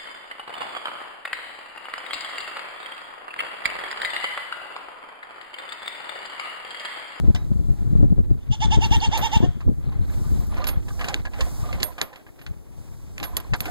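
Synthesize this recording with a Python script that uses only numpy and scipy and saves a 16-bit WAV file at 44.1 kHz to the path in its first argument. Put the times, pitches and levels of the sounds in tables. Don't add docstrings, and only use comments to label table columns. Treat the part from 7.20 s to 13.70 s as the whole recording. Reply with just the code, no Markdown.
import sys
import numpy as np
from scipy import signal
from scipy.fft import rfft, irfft
from scipy.io import wavfile
from scipy.ndimage import uniform_filter1d

SR = 44100
rng = np.random.default_rng(int(sys.argv[2]) if len(sys.argv) > 2 else 0)


def master_out(mix):
    frames = np.transpose(np.atleast_2d(mix))
    ceiling = np.clip(frames, -1, 1)
    pcm = np.round(ceiling * 32767).astype(np.int16)
    wavfile.write(sys.argv[1], SR, pcm)


N = 286650

# frequency in Hz, relative level in dB.
PADDOCK_COLOUR = [(100, -23), (300, 1), (700, -13), (1500, -28.5), (3000, -33), (7000, -27), (16000, -27)]
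SCRAPE_COLOUR = [(200, 9.5), (500, 5.5), (1200, 0.5), (2000, -2), (3800, -9.5), (7000, -22), (12000, -79)]
SNIFF_COLOUR = [(1000, 6), (2500, -10), (5000, -2.5), (8000, -1.5), (12000, -4.5), (16000, -6)]
CRACK_COLOUR = [(500, -56), (1500, 8), (2600, 8.5), (4000, 4), (6600, 1.5), (9500, -4), (12000, -11),
                (16000, -17)]
THROAT_COLOUR = [(400, -30), (620, -24.5), (720, -11), (780, -8.5), (850, -1.5), (920, -8.5), (1100, -29.5),
                 (1400, -37), (1800, -21.5), (2250, -20.5), (2500, -22), (2800, 8), (3250, -4), (3450, 3),
                 (3650, -2.5), (3900, -21), (4150, -16), (4600, -11), (6500, -6.5), (8200, -29),
                 (11000, -28)]
BREATH_COLOUR = [(600, -45), (900, -20), (1400, -12), (2200, -22), (3300, 4), (4100, -15.5), (6500, -13),
                 (8200, -14.5), (10500, -33), (12500, -51)]

# time in seconds, left level in dB, sheltered right level in dB.
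STEADY_WIND = [(0.0, -19, -41), (.26, -26.5, -28), (.45, -18, -52), (.6, -25, -32), (.8, -13, -20),
               (1.05, -50, -22), (1.25, -39, -38), (1.42, -20, -38), (1.75, -19.5, -26), (2.1, -55, -26),
               (2.4, -32.5, -42), (2.9, -28.5, -23.5), (3.2, -20.5, -28.5), (3.42, -37.5, -23),
               (3.9, -37.5, -29), (4.35, -36.5, -29.5), (4.57, -28.5, -26), (4.72, -65, -36.5),
               (5.02, -53.5, -65), (5.4, -39, -65), (5.95, -39, -36.5), (6.5, -36.5, -36.5)]
# time in seconds, peak in dB, flutter in dB from peak.
PORT_GUSTS = [
    [(.09, -4, -11.5), (.32, -12, -14.5), (.494, -5.5, -22.5), (.619, -11.5, -18), (.843, -10, -4.5),
     (.925, -10.5, -13.5), (.99, -10, -12.5), (1.107, -8.5, -11.5), (1.152, -16.5, -12.5),
     (1.317, -13, -23), (1.502, -7.5, -15), (1.581, -10, -12), (1.891, -12.5, -13), (1.941, -36, -17),
     (2.015, -15.5, -22), (2.17, -13.5, -15), (2.24, -11, -2), (2.28, -6, -25), (2.365, -20, -7),
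     (2.494, -11, -0.5), (2.594, -19.5, -28), (2.674, -14.5, -9.5), (2.724, -19, -30), (2.809, -9.5, -19.5),
     (3.003, -25.5, -8.5), (3.118, -15, -11), (3.582, -20.5, -20), (3.722, -26, -20), (4.001, -22, -33),
     (4.435, -19.5, -40), (5.293, -22.5, -22), (5.547, -36, -32), (6.016, -29, -2), (6.326, -14.5, -19)],
    [(.04, -20.5, -4), (.903, -33, -24), (1.731, -31, -1), (2.479, -8, -10.5), (3.14, -24, -7),
     (4.23, -10.5, -22), (4.615, -23, -4), (6.146, -23.5, -15)],
]
# time in seconds, level in dB, frequency in Hz.
WIND_POPS = [(0.087, -18, 150), (0.099, -9.5, 198), (0.317, -10, 171), (.396, -18, 200), (0.486, -17, 198),
             (0.497, -15, 170), (0.627, -21, 170), (.753, -6.5, 152), (0.788, -20.5, 171),
             (0.812, -7.5, 151), (0.834, -7.5, 208), (.884, -24, 200), (0.927, -20, 223.5),
             (.981, -10, 170), (1.103, -23, 133), (1.111, -36, 175), (1.148, -20.5, 202), (2.204, -5, 200),
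             (2.228, -10, 303), (2.242, -11, 320), (2.261, -13, 330)]

# start in seconds, length in seconds, level in dB.
CHAIN_DRAGS = [(0.0, 0.24, -54.5), (0.5, 0.34, -58.5), (1.976, 0.029, -39), (2.628, 0.61, -54.5),
               (3.36, 0.17, -42.5), (3.836, 0.1, -42), (4.183, 0.077, -44.5), (4.439, 0.23, -47),
               (4.767, 0.23, -54), (5.999, 0.25, -50.5), (6.467, .1, -41)]
GOAT_SNIFFS = [(0.0, 0.77, -62), (2.93, 0.3, -51.5), (3.693, 0.19, -51.5), (4.228, 0.18, -47),
               (4.52, 0.13, -54), (5.589, 0.36, -60), (5.978, 0.3, -59.5), (6.443, .1, -48.5)]
# time in seconds, pitch in Hz, level in dB.
NOSE_WHISTLES = [
    [(2.81, 9100, -54), (2.85, 11300, -64), (3.02, 13500, -66), (3.12, 14500, -51), (3.2, 14200, -53),
     (3.36, 9200, -58)],
    [(3.7, 5200, -77), (3.726, 5791, -52), (3.82, 5318, -53)],
]

# frequency in Hz, level in dB, seconds to fade by 60 dB.
POST_TONES = [(810, -14, .05), (1040, -4, .04), (1300, -8, .03), (1680, -2, .05), (1900, -6, .025),
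              (2400, -14, .012), (3900, -14, .015)]
GATE_TONES = [(307, 0, .14), (528, -1, .2), (610, -4, .2), (721, -1, .2), (815, -2, .18), (1010, -2, .14),
              (1200, -1, .2), (1500, -4, .16), (1640, -4, .14), (1830, -8, .14), (2060, -9, .12),
              (3300, -15, .06), (4200, -15, .05)]
FENCE_TONES = [(2014, 1.5, 0.068), (3120, 12.5, 0.029), (3550, -2, 0.059), (3860, -10, 0.25),
               (5040, -5, .08), (5700, -8, 0.12), (7500, -20, 0.082)]
WIRE_TONES = [(4400, 3.5, 0.026), (4480, -25, 0.017)]
NEAR_LINK_TONES = [(11320, -6, .1), (11420, -2, .15), (11560, -16, .05), (10760, -20, .05),
                   (3400, -24, .12), (6750, -16, .04)]
FAR_LINK_TONES = [(12120, -15, .16), (12160, -15, .3), (12540, -14, .05), (12800, -14, .05),
                  (13190, -14, .2)]
# time in seconds, crack in dB, crack centre in Hz, knock in dB, link ring in dB.
CHAIN_HITS = [(0.148, -30, 3630, -35, -61), (1.9748, -24, 7000, -34, -43), (2.363, -66, 4180, -63, -91),
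              (2.4057, -44, 1625, -43, -87), (2.7204, -50, 1530, -49, -74), (2.901, -64, 1520, -41, -71),
              (3.3433, -40, 1800, -61, -63), (3.368, -42.5, 4100, -38, -73), (3.3771, -44, 1630, -35, -60),
              (3.4416, -27, 2580, -43, -54), (3.469, -23, 4150, -39, -35), (3.487, -25, 4070, -38.5, -58),
              (3.684, -42.5, 4030, -35.5, -69), (3.7924, -35.5, 1650, -38, -56),
              (3.8105, -30.5, 1720, -30.5, -71), (3.8432, -26, 1530, -40, -52),
              (3.884, -24.5, 4230, -31, -54), (3.9426, -19, 4170, -90, -62),
              (4.0522, -34, 1860, -33.5, -77), (4.1349, -38, 1650, -40.5, -73),
              (4.2069, -23.5, 4070, -29, -61), (4.5275, -30, 1800, -39, -59),
              (4.601, -33.5, 3350, -37.5, -70), (4.622, -30, 3400, -39, -68),
              (4.6306, -15, 8500, -63, -30.5), (4.781, -32, 1580, -31.5, -58), (4.789, -58, 1630, -39, -72),
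              (4.8144, -13, 3870, -38, -41), (4.9301, -45, 1610, -41, -98), (4.9578, -41.5, 1800, -51, -64),
              (5.0659, -52, 1610, -45.5, -73), (5.1903, -46.5, 1640, -53, -76),
              (5.214, -44, 1650, -51, -59), (5.2643, -32, 1830, -51, -69), (5.9803, -27.5, 1650, -76, -53),
              (6, -30.5, 1660, -49, -64), (6.0286, -27.5, 4020, -32.5, -46),
              (6.0378, -30.5, 1630, -33.5, -36), (6.1677, -18.5, 5400, -40.5, -16),
              (6.2002, -39, 3850, -56, -37), (6.335, -23, 2150, -24.5, -63), (6.36, -64, 1710, -68, -39),
              (6.4051, -25, 4270, -89, -21), (6.455, -29, 1680, -34.5, -32)]
# time in seconds, level in dB.
WIRE_TICKS = [(1.6488, -26), (1.8034, -26.5), (1.8734, -32)]
# time in seconds, near link in dB, far link in dB.
LINK_JINGLES = [(1.62, -60, -68), (1.66, -60, -62), (1.72, -58, -58), (1.77, -62, -66), (1.98, -66, -43),
                (2.06, -70, -50), (2.13, -70, -53)]

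# start in seconds, length in seconds, top pitch in Hz,
# closing fall as a share of that pitch, level in dB, brightness in dB.
BLEAT_THROBS = [(1.194, 0.062, 452, 0.21, -67.5, 4.5), (1.31, 0.05, 442.8, .3, -40, 5.5),
                (1.403, 0.061, 447.6, 0.11, -25, -4), (1.505, 0.062, 450.2, 0.14, -23, -4.5),
                (1.606, 0.067, 462.5, .2, -25, -4), (1.706, 0.067, 465.4, .2, -22, -5),
                (1.81, 0.063, 463.4, .2, -23.5, -4.5), (1.912, .07, 459.8, .2, -23, -6),
                (2.012, 0.072, 464.7, 0.22, -22, -6.5), (2.113, 0.071, 459, 0.2, -22, -6.5),
                (2.208, 0.067, 361, -.03, -27, -17)]
# share of its length, share of the opening rise still to come,
# share of the closing fall, added level in dB, added brightness in dB.
THROB_SHAPE = [(-.08, 1.0, 0.011, -41, 10), (.03, .85, 0.0049, -8, -3), (.17, .47, 0.015, -8.5, 1.5),
               (.31, .22, 0.02, -2.5, -1), (.47, 0.012, 0.012, 0, -4.5), (0.649, 0.0018, 0, 1, -2.5),
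               (.8, 0, .33, -5.5, 1.5), (.93, 0.041, .55, -15.5, 8), (1.099, 0.11, 0.93, -52, 5),
               (1.299, 0.0059, 0.96, -43, -1)]
# frequency in Hz, seconds to fade by 60 dB, level in dB.
HEAD_CAVITIES = [(850, .09, -9), (1650, .03, -2), (3220, .04, -3), (3660, .05, 0)]


def from_db(db):
    return 10 ** (np.asarray(db) / 20)


def rms_one(x):
    return x / np.sqrt(np.mean(x ** 2) + 1e-20)


def in_time(rows):
    times, *columns = np.transpose(rows)
    return [np.interp(np.arange(N) / SR, times, column) for column in columns]


def at_hz(colour, hz):
    frequencies, levels = np.transpose(colour)
    return np.interp(np.log(hz), np.log(frequencies), levels)


def noise(colour, channels=1):
    gain = from_db(at_hz(colour, np.maximum(np.arange(N // 2 + 1) * SR / N, 1)))
    return rms_one(irfft(rfft(rng.standard_normal((channels, N))) * gain, N))


def drift(rate_hz):
    smooth = signal.butter(2, rate_hz, fs=SR, output="sos")
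    return rms_one(signal.sosfilt(smooth, rng.standard_normal(N + SR))[SR:])


def swells(start_s, length_s, peak_db, rise_db_s, fall_db_s, rest_db):
    t = np.arange(0, N, 64) / SR
    since = t - np.reshape(start_s, (-1, 1))
    past_end = np.maximum(since - np.reshape(length_s, (-1, 1)), 0)
    db = np.reshape(peak_db, (-1, 1)) + rise_db_s * np.minimum(since, 0) - fall_db_s * past_end
    return np.maximum(np.interp(np.arange(N) / SR, t, db.max(axis=0)), rest_db)


def strike(out, start_s, tones, level_db, sustain=1, detune=0.001359, spread_db=2.0, rise_s=1e-4):
    part = out[int(start_s * SR):][:int(SR * sustain * max(tone[2] for tone in tones))]
    t = np.arange(len(part)) / SR
    onset = 1 - np.exp(-t / rise_s)
    for (hz, tone_db, fade_s), (louder, shift) in zip(tones, rng.normal(0, 1, (len(tones), 2))):
        gain = from_db(level_db + tone_db + spread_db * louder - 60 * t / (fade_s * sustain))
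        part += gain * onset * np.sin(2 * np.pi * hz * (1 + detune * shift) * t)


def at_ports(x, lag_samples, right_db, shade_hz):
    late = np.interp(np.arange(N) - lag_samples, np.arange(N), x)
    shaded = signal.lfilter(*signal.butter(1, shade_hz, fs=SR), late)
    return np.array([shaded, x * from_db(right_db)])


def paddock():
    return from_db(-56.5 + drift(1.0)) * noise(PADDOCK_COLOUR, channels=2) * from_db([[0], [1.5]])


def eddies(low_hz, high_hz, even_s):
    x = rng.standard_normal(N + SR)
    x = signal.sosfilt(signal.butter(2, low_hz, "high", fs=SR, output="sos"), x)
    x = signal.sosfilt(signal.butter(4, high_hz, fs=SR, output="sos"), x)[SR:]
    size = int(even_s * SR)
    power = uniform_filter1d(uniform_filter1d(x ** 2, size), size)
    return rms_one(x / np.sqrt(power))


def gusts(rows, steady_db, rumble_band, flutter_band):
    times, peak_db, extra_db = np.transpose(rows)
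    slopes_db_s = np.array([540, 502])
    rumble_db = swells(times, 0, peak_db, *slopes_db_s, steady_db)
    flutter_db = swells(times, 0, peak_db + extra_db, *(1.54 * slopes_db_s), steady_db - 15.5)
    return from_db(rumble_db) * eddies(*rumble_band) + from_db(flutter_db) * eddies(*flutter_band)


def wind():
    left_db, right_db = in_time(STEADY_WIND)
    waver = from_db(4.7 * drift(25.7))
    left = waver * gusts(PORT_GUSTS[0], left_db, (9.1, 128.5, .025), (210, 259, .2))
    right = gusts(PORT_GUSTS[1], right_db, (32.4, 79.4, .18), (191, 280, .023))
    for s, level_db, hz in WIND_POPS:
        cycles = hz * np.arange(1500) / SR
        shape = np.exp(-cycles) * (1 - np.exp(-cycles / .079))
        left[int(s * SR):][:1500] -= from_db(level_db) * np.sin(2 * np.pi * cycles) * shape
    return np.array([left, right])


def nose_whistle():
    hz, level_db = in_time(np.concatenate(NOSE_WHISTLES))
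    t, blowing = np.arange(N) / SR, 0
    for rows in NOSE_WHISTLES:
        start, end = rows[0][0], rows[-1][0]
        blowing += np.interp(t, [start - .01, start, end, end + .01], [0, 1, 1, 0])
    gain = blowing * from_db(level_db + 7.8 * drift(40.0) - 4)
    pitch = hz * (1 + .008 * drift(200.0))
    return gain * np.sin(2 * np.pi * np.cumsum(pitch) / SR)


def grit(catches_per_s=400, spread_db=6):
    catches = rng.random(N) < catches_per_s / SR
    catches = catches * from_db(spread_db * np.minimum(rng.exponential(1, N), 3))
    catches *= rng.choice([-1, 1], N)
    tones = GATE_TONES + POST_TONES
    which_tone, out = rng.integers(0, len(tones), N), 0
    for k, (hz, tone_db, fade_s) in enumerate(tones):
        decay = from_db(-60 / (.6 * fade_s * SR))
        feedback = [1, -2 * decay * np.cos(2 * np.pi * hz / SR), decay ** 2]
        ring = signal.lfilter([0, 1], feedback, catches * (which_tone == k) + 1e-18)
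        out += from_db(tone_db) * rms_one(ring)
    return rms_one(out)


def nosing(rest_db=-62, grit_db=5):
    scrape_db = swells(*np.transpose(CHAIN_DRAGS), rise_db_s=198, fall_db_s=144, rest_db=rest_db)
    sniff_db = swells(*np.transpose(GOAT_SNIFFS), rise_db_s=120, fall_db_s=58, rest_db=-78)
    scrape = from_db(scrape_db + 2.8 * drift(23.0) + .25 * drift(240.0))
    scrape = scrape * noise(SCRAPE_COLOUR, channels=2)
    sniff = from_db(sniff_db) * noise(SNIFF_COLOUR, channels=2)
    whistle = nose_whistle()
    catching = (from_db(scrape_db) - from_db(rest_db)) * from_db(grit_db) * grit()
    direct = at_ports(scrape[0] + catching + .95 * sniff[0] + whistle, 9.93, .49, 2800)
    return direct + scrape[::-1] * [[1.32], [0]] + sniff[::-1] * [[1], [.4]]


def crack(hiss, hz, crack_db, knock_db, snap_s=.0014, tail_s=.009):
    t = np.arange(len(hiss)) / SR
    rub = np.clip(.62 + .022 * (knock_db - crack_db), .08, .9)
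    band = signal.lfilter(*signal.butter(1, [hz / 2, min(hz * 2.2, 18000)], "band", fs=SR), hiss)
    rise = 1 - np.exp(-t / (.0001 + .006 * rub ** 2))
    fall = (1 - rub) * np.exp(-t / snap_s) + rub * np.exp(-t / tail_s)
    return rms_one(band) * from_db(crack_db + 6) * rise * fall


def knock_post(out, s, knock_db, bounces=3):
    strike(out, s, POST_TONES, knock_db - 2, detune=.05, spread_db=4)
    for late in rng.random(bounces):
        strike(out, s + .003 + .028 * late, POST_TONES, knock_db - 5 * (1 + late), detune=.15, spread_db=5)
    strike(out, s, GATE_TONES, knock_db - 11, sustain=.6, detune=.006)


def scatter(decay_s=.02):
    clicks = np.full(N, 1e-18)
    for s, crack_db, _, knock_db, _ in CHAIN_HITS:
        clicks[int(s * SR)] = from_db(crack_db - 9 + .2 * (knock_db - crack_db))
    level = signal.lfilter([1], [1, -np.exp(-1 / (decay_s * SR))], clicks)
    return level * noise(SCRAPE_COLOUR, channels=2)


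def chain(held_from_s=6.1):
    knocks, links = np.zeros(N), np.zeros(N)
    hiss = noise(CRACK_COLOUR)[0]
    for s, crack_db, hz, knock_db, ring_db in CHAIN_HITS:
        span = slice(int(s * SR), int(s * SR) + 1500)
        knocks[span] += crack(hiss[span], hz, crack_db, knock_db)
        knock_post(knocks, s, knock_db)
        if hz > 3000:
            strike(knocks, s, WIRE_TONES, crack_db - 19, detune=.02)
        sustain = 1 if s < held_from_s else .18
        strike(links, s, NEAR_LINK_TONES, ring_db, sustain, rise_s=.004)
        strike(links, s, FAR_LINK_TONES, ring_db - 7.5, sustain, rise_s=.004)
    strike(links, .16, FENCE_TONES, -54.5)
    for s, level_db in WIRE_TICKS:
        strike(knocks, s, WIRE_TONES, level_db)
    for s, near_db, far_db in LINK_JINGLES:
        strike(links, s, NEAR_LINK_TONES, near_db, sustain=1.6)
        strike(links, s, FAR_LINK_TONES, far_db, sustain=1.6)
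    return at_ports(knocks, 6.3, .91, 1660) + at_ports(links, 8.8, 16.5, 1800) + scatter()


def bleat_echoes(voice, linger_s=.05, fade_s=.22):
    decay = np.exp(-1 / (linger_s * SR))
    level = np.sqrt(signal.lfilter([1 - decay], [1, -decay], voice ** 2 + 1e-18))
    tail = rng.standard_normal((2, SR // 2)) * from_db(-60 * np.arange(SR // 2) / SR / fade_s)
    echoes = signal.fftconvolve(voice[None], tail / np.linalg.norm(tail[0]), axes=1)[:, :N]
    low_wash = from_db(-13) * noise(SCRAPE_COLOUR, channels=2)
    airy_wash = from_db(-20) * noise(BREATH_COLOUR, channels=2)
    return level * (low_wash + airy_wash) + from_db(-8) * echoes


def throbs():
    rows = []
    for s, length, top_hz, fall, level_db, bright_db in BLEAT_THROBS:
        sag = .33 - .044 * (s - BLEAT_THROBS[0][0])
        for share, opening, closing, more_db, brighter_db in THROB_SHAPE:
            hz = top_hz * (1 - sag * opening - fall * closing)
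            slack = .5 * opening + 2 * closing
            rows.append((s + share * length, hz, level_db + more_db, bright_db + brighter_db, slack))
    return sorted(rows)


def bleat(rasp_db=3, breath_db=-16):
    rows = throbs()
    pitch, level_db, bright_db, slack = in_time(rows)
    pitch = uniform_filter1d(pitch, size=300) * (1 + .0015 * drift(100.0))
    phase = 2 * np.pi * np.cumsum(pitch) / SR
    call = slice(int(rows[0][0] * SR), int(rows[-1][0] * SR))
    low, high, waver = np.zeros(N), np.zeros(N), drift(45.0)
    for k in range(1, 25):
        waver_db = rasp_db * np.roll(waver, k * 9000)[call] * (k > 2)
        height = np.sqrt(2) * from_db(at_hz(THROAT_COLOUR, k * pitch[call]) + waver_db)
        band = low if k < 6 else high
        band[call] += height * np.sin(k * phase[call] + rng.uniform(0, 5.0))
    puffs = noise(BREATH_COLOUR)[0] * (1 + .85 * np.cos(phase))
    slack = np.clip(slack[call], 0, 1)
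    breath = (from_db(breath_db) + .4 * slack) * puffs[call]
    high[call] = (1 - .7 * slack) ** 2 * rms_one(high[call]) + breath
    low[call] += from_db(-31.5) * eddies(830, 1254, .017)[call]
    voice = from_db(level_db) * (low + from_db(bright_db) * high)
    for hz, fade_s, gain_db in HEAD_CAVITIES:
        decay = from_db(-60 / (fade_s * SR))
        feedback = [1, -2 * decay * np.cos(2 * np.pi * hz / SR), decay ** 2]
        voice += from_db(gain_db) * signal.lfilter([1 - decay, 0, decay - 1], feedback, voice + 1e-18)
    return voice + from_db(-20) * np.roll(voice, int(.015 * SR))


def scene():
    background = paddock()
    voice = bleat()
    direct_voice = at_ports(voice, lag_samples=9.17, right_db=5.6, shade_hz=3900)
    return background + wind() + nosing() + direct_voice + bleat_echoes(voice) + chain()


def record(dry, dull_hz=5000, lag_samples=15, cutoff_hz=16800):
    decay = np.exp(-2 * np.pi * dull_hz / SR)
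    other_port = signal.lfilter([1 - decay], [1, -decay], dry[::-1])
    wide = dry - .68 * np.roll(other_port, lag_samples, axis=1)
    rounded = wide / (1 + (wide / .92) ** 4) ** .25
    return signal.sosfilt(signal.cheby2(12, 70, cutoff_hz, fs=SR, output="sos"), rounded)


dry = scene()
out = record(dry)
master_out(out)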